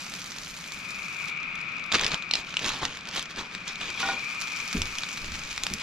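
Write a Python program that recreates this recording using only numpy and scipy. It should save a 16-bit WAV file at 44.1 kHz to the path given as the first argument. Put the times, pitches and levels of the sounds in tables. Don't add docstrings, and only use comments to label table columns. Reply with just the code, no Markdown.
import sys
import numpy as np
from scipy import signal
from scipy.fft import rfft, irfft, next_fast_len
from scipy.io import wavfile
from scipy.ndimage import map_coordinates

SR = 44100
rng = np.random.default_rng(int(sys.argv[2]) if len(sys.argv) > 2 else 0)


def materialize(psi):
    bounded = np.clip(np.atleast_2d(psi).T, -1, 1)
    quanta = np.round(bounded * 32767).astype(np.int16)
    wavfile.write(sys.argv[1], SR, quanta)


N = 256662
TIME = np.arange(N) / SR

# t/s, level/dB
SONG_ENVELOPE = [(0, -46.6), (0.4, -51.9), (0.62, -49.3), (0.85, -41.7), (1.3, -36.1), (1.8, -37.6),
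                 (2.22, -40.3), (2.45, -44.4), (3.0, -49.3), (3.48, -47.0), (3.7, -43.4), (4.2, -36.4),
                 (4.9, -40.7), (5.45, -45.3), (5.82, -45.0)]
# f/Hz, half-width/Hz, level/dB
CAVITY_MODES = [(1284, 180, -10.5), (2266, 98, -2), (2448, 110, 1.5), (2800, 76, -13), (3550, 350, -21.5)]
# f/Hz, level/dB
ROAR_SPECTRUM = [(20, -35), (50, -16), (110, -5.5), (175, 3.5), (250, -3), (420, -11), (640, -10.5),
                 (850, -12), (1300, -3.5), (2500, -8.5), (4500, -14), (6800, -22), (8500, -33.5),
                 (13000, -46), (16000, -57)]
FAT_SPECTRUM = [(300, -26), (900, -7), (1500, -3.5), (3000, -0.5), (4500, 0.5), (6800, -2.5), (8300, -12),
                (12500, -16), (15500, -33)]
FILM_SPECTRUM = [(80, -17), (600, -14.5), (1100, -4.5), (2000, -0.5), (3200, 2), (4800, -3), (6800, -8.5),
                 (8500, -22), (12500, -30.5), (15800, -48)]
HANDLING_SPECTRUM = [(25, -9), (80, 2), (250, 5), (600, 0.5), (1050, 3.5), (1800, -3), (4000, -52)]
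DRAUGHT_SPECTRUM = [(15, 5), (35, -2), (80, -2.5), (150, -14), (400, -17.5), (1000, -42)]
EDDY_SPECTRUM = [(40, -5), (80, 1), (125, -11), (200, 4), (300, -10), (430, -12.5), (1100, -40.5)]
# t/s, level/dB
FAT_SPITS = [(0.1378, -18), (0.242, -23), (0.3834, -24), (0.4614, -26), (0.602, -29), (0.72, -20),
             (0.9068, -26.5), (0.9884, -27), (1.284, -24), (4.4124, -18), (4.4188, -14), (4.6774, -20),
             (4.728, -15)]
# peak t/s, crinkle level/dB, rub level/dB, rise/s, fall/s
BAG_GRIPS = [(1.952, -26, -28.5, .024, .02), (2.05, -33.5, -36, .075, .07), (2.143, -37, -33, .035, .018),
             (2.385, -38, -42, .04, .035), (2.5, -45, -57, .04, .08), (2.688, -33, -35.5, .085, .1),
             (2.832, -34.5, -31.5, .018, .042), (2.93, -46, -52, .06, .09), (3.087, -43, -42.5, .016, .018),
             (3.178, -32, -39.5, .047, .035), (3.31, -44, -50, .02, .02), (3.396, -37, -37.5, .035, .04),
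             (3.55, -45, -52, .04, .025), (3.685, -40, -49, .025, .07), (3.82, -39, -45, .022, .2),
             (4.003, -33, -42, .018, .07), (4.09, -36, -37, .045, .07), (5.66, -48, -49, .08, .1),
             (5.82, -36, -58, .02, .03)]
# t/s, level/dB, treble shelf/dB
LOUD_CREASES = [(1.918, -11.5, -10), (1.9225, -7.5, 4), (1.9423, -8, -8), (1.9468, -6, -4),
                (1.9519, -5, -10), (1.984, -14, 2), (1.9942, -10, -8), (2.0111, -11, 12), (2.0344, -11, -9),
                (2.0442, -8.5, 4), (2.0639, -7, 5), (2.0784, -17, 14), (2.117, -13, 3), (2.143, -10, 6),
                (2.2227, -21, 5), (2.5402, -17.5, -6), (2.592, -15, 7), (2.6438, -13.5, 14),
                (2.6603, -13, 16), (2.6907, -12, 20), (2.8513, -9, -5), (2.971, -23, 9), (3.0711, -23, 0),
                (3.0876, -21, 20), (3.111, -24, 0), (3.1934, -17, 22), (3.2256, -19, 18), (3.549, -17, 6),
                (3.6785, -18, 9), (3.7562, -21, 6), (3.8128, -17, -10), (3.902, -20, 14),
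                (4.8177, -9.5, 15), (4.9842, -13.5, 18), (5.034, -13.5, -10), (5.1732, -17.5, 7),
                (5.5771, -13.5, 5), (5.635, -9.5, 32), (5.666, -10, 15), (5.7364, -12, 28)]
# t/s, level/dB, ring f/Hz
SEAL_POPS = [(2.3113, -11, 4250), (2.337, -7.5, 4270), (2.3418, -20, 3440), (2.353, -18, 4130),
             (2.3545, -12, 4100), (2.569, -11, 2750)]
# f/Hz, level/dB
SEAL_SPECTRUM = [(500, -17.5), (1600, -10), (3000, 0), (5200, -4.5), (8000, -21), (15000, -41)]
# t/s, level/dB
VEG_LANDINGS = [(4.029, -24.5), (4.052, -29), (4.071, -39), (4.087, -25)]
# f/Hz, level/dB, T60/s
SKILLET_MODES = [(680, -13, 0.092), (783, -5, 0.21), (992, -6, 0.069), (1140, -10, 0.09), (1450, 1.5, 0.18),
                 (1868, -10, 0.17), (3050, -21, .13), (3500, -19, 0.15), (3820, -15, .11)]
# peak t/s, draught level/dB, eddy level/dB, rise/s, fall/s
AIR_PUFFS = [(4.753, -37, -24.5, .005, .022), (4.785, -27.5, -48, .015, .07), (5.25, -39.5, -65, .06, .25),
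             (5.72, -46, -33, .012, .035)]
# t/s, level/dB
WOOD_POPS = [(1.3618, -39), (1.5543, -26.5), (1.6132, -28), (1.7185, -33), (1.8097, -41), (1.8616, -31)]
# f/Hz, coherence
STOVE_COHERENCE = [(200, 0.97), (640, 0.84), (1400, 0.53), (3100, 0.43), (7000, 1), (15000, 0)]
# f/Hz, left minus right level/dB
PORT_BALANCE = [(400, -0.1), (1200, 0), (2400, 1.5), (4400, -1.8), (8500, 0.5), (13000, -4.5)]


def burner():
    def cavity_gain(hz):
        peaks = (amp(db) / (1 + ((hz - centre) / width) ** 2) for centre, width, db in CAVITY_MODES)
        return np.sqrt(sum(peak ** 2 for peak in peaks))

    roar = stereo_noise(lambda hz: amp(along(ROAR_SPECTRUM, hz))) * amp(-45 + 0.62 * wobble(11))
    rumble = stereo_noise(lambda hz: 1 / (1 + (hz / 80) ** 4)) * amp(-63 + 4 * wobble(14))
    locked = .5 * np.exp(-((TIME - 4.1) / .33) ** 2)
    chirps_per_s = 32
    cycle = (chirps_per_s * TIME + .07 * wobble(8)) % 1
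    pitch_hz = 2400 + 420 * (cycle - .5) + 45 * wobble(120)
    trill = unit(np.sin(np.pi * cycle) ** 2 * np.sin(2 * np.pi * np.cumsum(pitch_hz) / SR))
    envelope = amp(np.interp(TIME, *np.transpose(SONG_ENVELOPE)) + 2.4)
    song = (np.sqrt(1 - locked) * stereo_noise(cavity_gain) + np.sqrt(locked) * trill) * envelope
    return roar + rumble + song * amp([[2.5], [-3.5]])


def sizzle():
    cooling_db_per_s, stop_s = 5.2, 1.305
    gate = np.clip((stop_s - TIME) / .01 + 1, 0, 1)
    meat = amp(-45.6 - cooling_db_per_s * TIME) * gate
    vegetables = amp(-43.7) * swell(peak_s=4.7, rise_s=.75, fall_s=3)
    spits = np.zeros(N)
    for s, db in FAT_SPITS:
        add(spits, s + .001, amp(db - 1.5) * click(FAT_SPECTRUM, t60=0.012, flutter=0.41))
    food = frying(meat, treble_db=2) + frying(vegetables, treble_db=-4.5)
    return food + scattered(spits, wet_db=-4, t60=.04)


def frying(heat, treble_db):
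    spectrum = treble_shelf(FAT_SPECTRUM, treble_db)
    bubbles = crackle(spectrum, per_s=900, spread_db=10, t60=0.0012) * heat * amp(2.5)
    hiss = stereo_noise(lambda hz: amp(along(spectrum, hz))) * heat * amp(0.5)
    return scattered(bubbles, wet_db=-3, t60=0.047) + hiss


def bag():
    crinkle, rub = swells(BAG_GRIPS)
    film = crackle(FILM_SPECTRUM, per_s=2000, spread_db=5, t60=0.0074, shapes=24) * crinkle * amp(1.5)
    film += crackle(HANDLING_SPECTRUM, per_s=2500, spread_db=4.5, t60=0.0064) * rub * amp(0.3)
    creases = crackle(FAT_SPECTRUM, per_s=160, spread_db=4, t60=0.005) * crinkle * amp(-6.5)
    for s, db, treble_db in LOUD_CREASES:
        spectrum = treble_shelf(FILM_SPECTRUM, treble_db)
        strain = min(rub[round(s * SR)] / amp(-38), 1)
        crease = click(spectrum, t60=0.006 + 0.004 * strain, flutter=1.75 + 2 * strain)
        add(creases, s + 0.001034, amp(db) * crease)
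    return scattered(film, wet_db=-3, t60=0.015) + scattered(creases, wet_db=-8, t60=0.057)


def zip_seal():
    pops, t = np.zeros(N), np.arange(1024) / SR
    for s, db, hz in SEAL_POPS:
        crack = click(SEAL_SPECTRUM, t60=0.01, flutter=3.3)
        ring = np.sin(2 * np.pi * hz * t) * decay(t, t60=0.0086) * onset(t, tau_s=0.00047)
        add(pops, s, amp(db) * (1.35 * ring + 1.21 * crack))
    return scattered(pops, wet_db=-9.5, t60=0.11)


def skillet():
    knocks, t = np.zeros(N), np.arange(SR // 2) / SR
    for s, db in VEG_LANDINGS:
        ring = sum(amp(level) * decay(t, t60) * np.sin(2 * np.pi * (hz * t + rng.random()))
                   for hz, level, t60 in SKILLET_MODES)
        thud = coloured(rng.standard_normal(len(t)), HANDLING_SPECTRUM) * amp(-3) * decay(t, t60=0.067)
        add(knocks, s, amp(db) * (ring + thud) * onset(t, tau_s=0.001))
    return scattered(knocks, wet_db=-15, t60=.04)


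def air_puffs():
    push, flap = swells(AIR_PUFFS)
    _, rub = swells(BAG_GRIPS)
    stir = amp(-11) * rub
    draught = unit(filtered(rng.standard_normal(N), lambda hz: amp(along(DRAUGHT_SPECTRUM, hz))))
    eddies = unit(filtered(rng.standard_normal(N), lambda hz: amp(along(EDDY_SPECTRUM, hz))))
    return draught * (push + stir) + eddies * flap


def wood_fire():
    ticks = crackle(FILM_SPECTRUM, per_s=37, spread_db=3.5, t60=0.0062) * amp(-52)
    for s, db in WOOD_POPS:
        add(ticks, s + 0.00104, amp(db) * click(FAT_SPECTRUM, t60=0.0098, flutter=1.5))
    return scattered(ticks, wet_db=-8, t60=.04)


def scattered(x, wet_db, t60, size=2048):
    t = np.arange(size) / SR
    blocks = np.pad(x, (0, -N % size)).reshape(-1, size)
    tails = rng.standard_normal((2, len(blocks), size)) * decay(t, t60) * onset(t, tau_s=0.00023)
    tails /= np.linalg.norm(tails, axis=2, keepdims=True)
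    echo = irfft(rfft(blocks, 2 * size) * rfft(tails, 2 * size))
    within_block = echo[..., :size].reshape(2, -1)
    spill_over = np.pad(echo[..., size:].reshape(2, -1), ((0, 0), (size, 0)))
    wet = within_block[:, :N] + spill_over[:, :N]
    return x + amp(wet_db) * filtered(wet, lambda hz: hz / np.hypot(hz, 1200))


def stereo_noise(response):
    def mid_side_gain(hz):
        angle = np.arccos(np.clip(along(STOVE_COHERENCE, hz), -1, 1)) / 2
        return response(hz) * [np.cos(angle), np.sin(angle)]

    mid, side = filtered(rng.standard_normal((2, N)), mid_side_gain)
    return unit(np.array([mid + side, mid - side]))


def snap(t60, flutter, size=1024):
    shiver = rng.standard_normal(size) * decay(np.arange(size) / SR, t60)
    shiver *= flutter / np.linalg.norm(shiver)
    shiver[0] = 1
    return shiver


def click(spectrum, t60, flutter):
    sound = coloured(snap(t60, flutter), spectrum)
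    return sound * rng.choice([-1, 1]) * 3 / np.linalg.norm(sound)


def crackle(spectrum, per_s, spread_db, t60, shapes=12):
    snaps = np.zeros(N)
    for _ in range(shapes):
        sizes = amp(spread_db * np.minimum(rng.standard_normal(N), 2)) * rng.choice([-1, 1], N)
        occurs = rng.random(N) < per_s / shapes / SR
        snaps += signal.oaconvolve(sizes * occurs, snap(t60, flutter=1.17))[:N]
    return unit(coloured(snaps, spectrum))


def swell(peak_s, rise_s, fall_s):
    before, after = np.maximum(peak_s - TIME, 0), np.maximum(TIME - peak_s, 0)
    return amp(-10 * np.minimum((before / rise_s) ** 1.7 + after / fall_s, 20))


def swells(rows):
    powers = (np.outer(amp(levels), swell(s, rise, fall)) ** 2 for s, *levels, rise, fall in rows)
    return np.sqrt(sum(powers))


def decay(t, t60):
    return amp(-60 * t / t60)


def onset(t, tau_s):
    return 1 - np.exp(-t / tau_s)


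def wobble(knots_per_s):
    return map_coordinates(rng.standard_normal(int(N * knots_per_s / SR) + 4), [TIME * knots_per_s])


def coloured(x, spectrum, size=1024):
    cepstrum = irfft(np.log(amp(along(spectrum, np.fft.rfftfreq(size, 1 / SR)))))
    cepstrum[1:size // 2] *= 2
    cepstrum[size // 2 + 1:] = 0
    return signal.fftconvolve(x, irfft(np.exp(rfft(cepstrum))))[:len(x)]


def filtered(x, response):
    size = next_fast_len(N + 8192)
    return irfft(rfft(x, size) * response(np.fft.rfftfreq(size, 1 / SR)), size)[..., :N]


def treble_shelf(spectrum, treble_db):
    return [(hz, db + treble_db * hz ** 2 / (hz ** 2 + 7000 ** 2)) for hz, db in spectrum]


def along(points, hz):
    frequencies, values = np.transpose(points)
    return np.interp(np.log(hz + 1), np.log(frequencies + 1), values)


def amp(db):
    return 10 ** (np.asarray(db) / 20)


def unit(x):
    return x / np.sqrt(np.mean(x ** 2) + 1e-20)


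def add(track, s, sound):
    part = track[max(round(s * SR), 0):][:len(sound)]
    part += sound[:len(part)]


def scene():
    return burner() + sizzle() + bag() + zip_seal() + skillet() + wood_fire() + air_puffs()


def record(dry):
    lag_s, top_hz = 3.2e-5, 15850
    side = np.array([[.5], [-.5]])

    def port_response(hz):
        delay = np.exp(-2j * np.pi * hz * lag_s * side)
        return amp(side * along(PORT_BALANCE, hz)) * delay * (hz < top_hz)

    return filtered(dry, port_response)


dry = scene()
out = record(dry)
materialize(out)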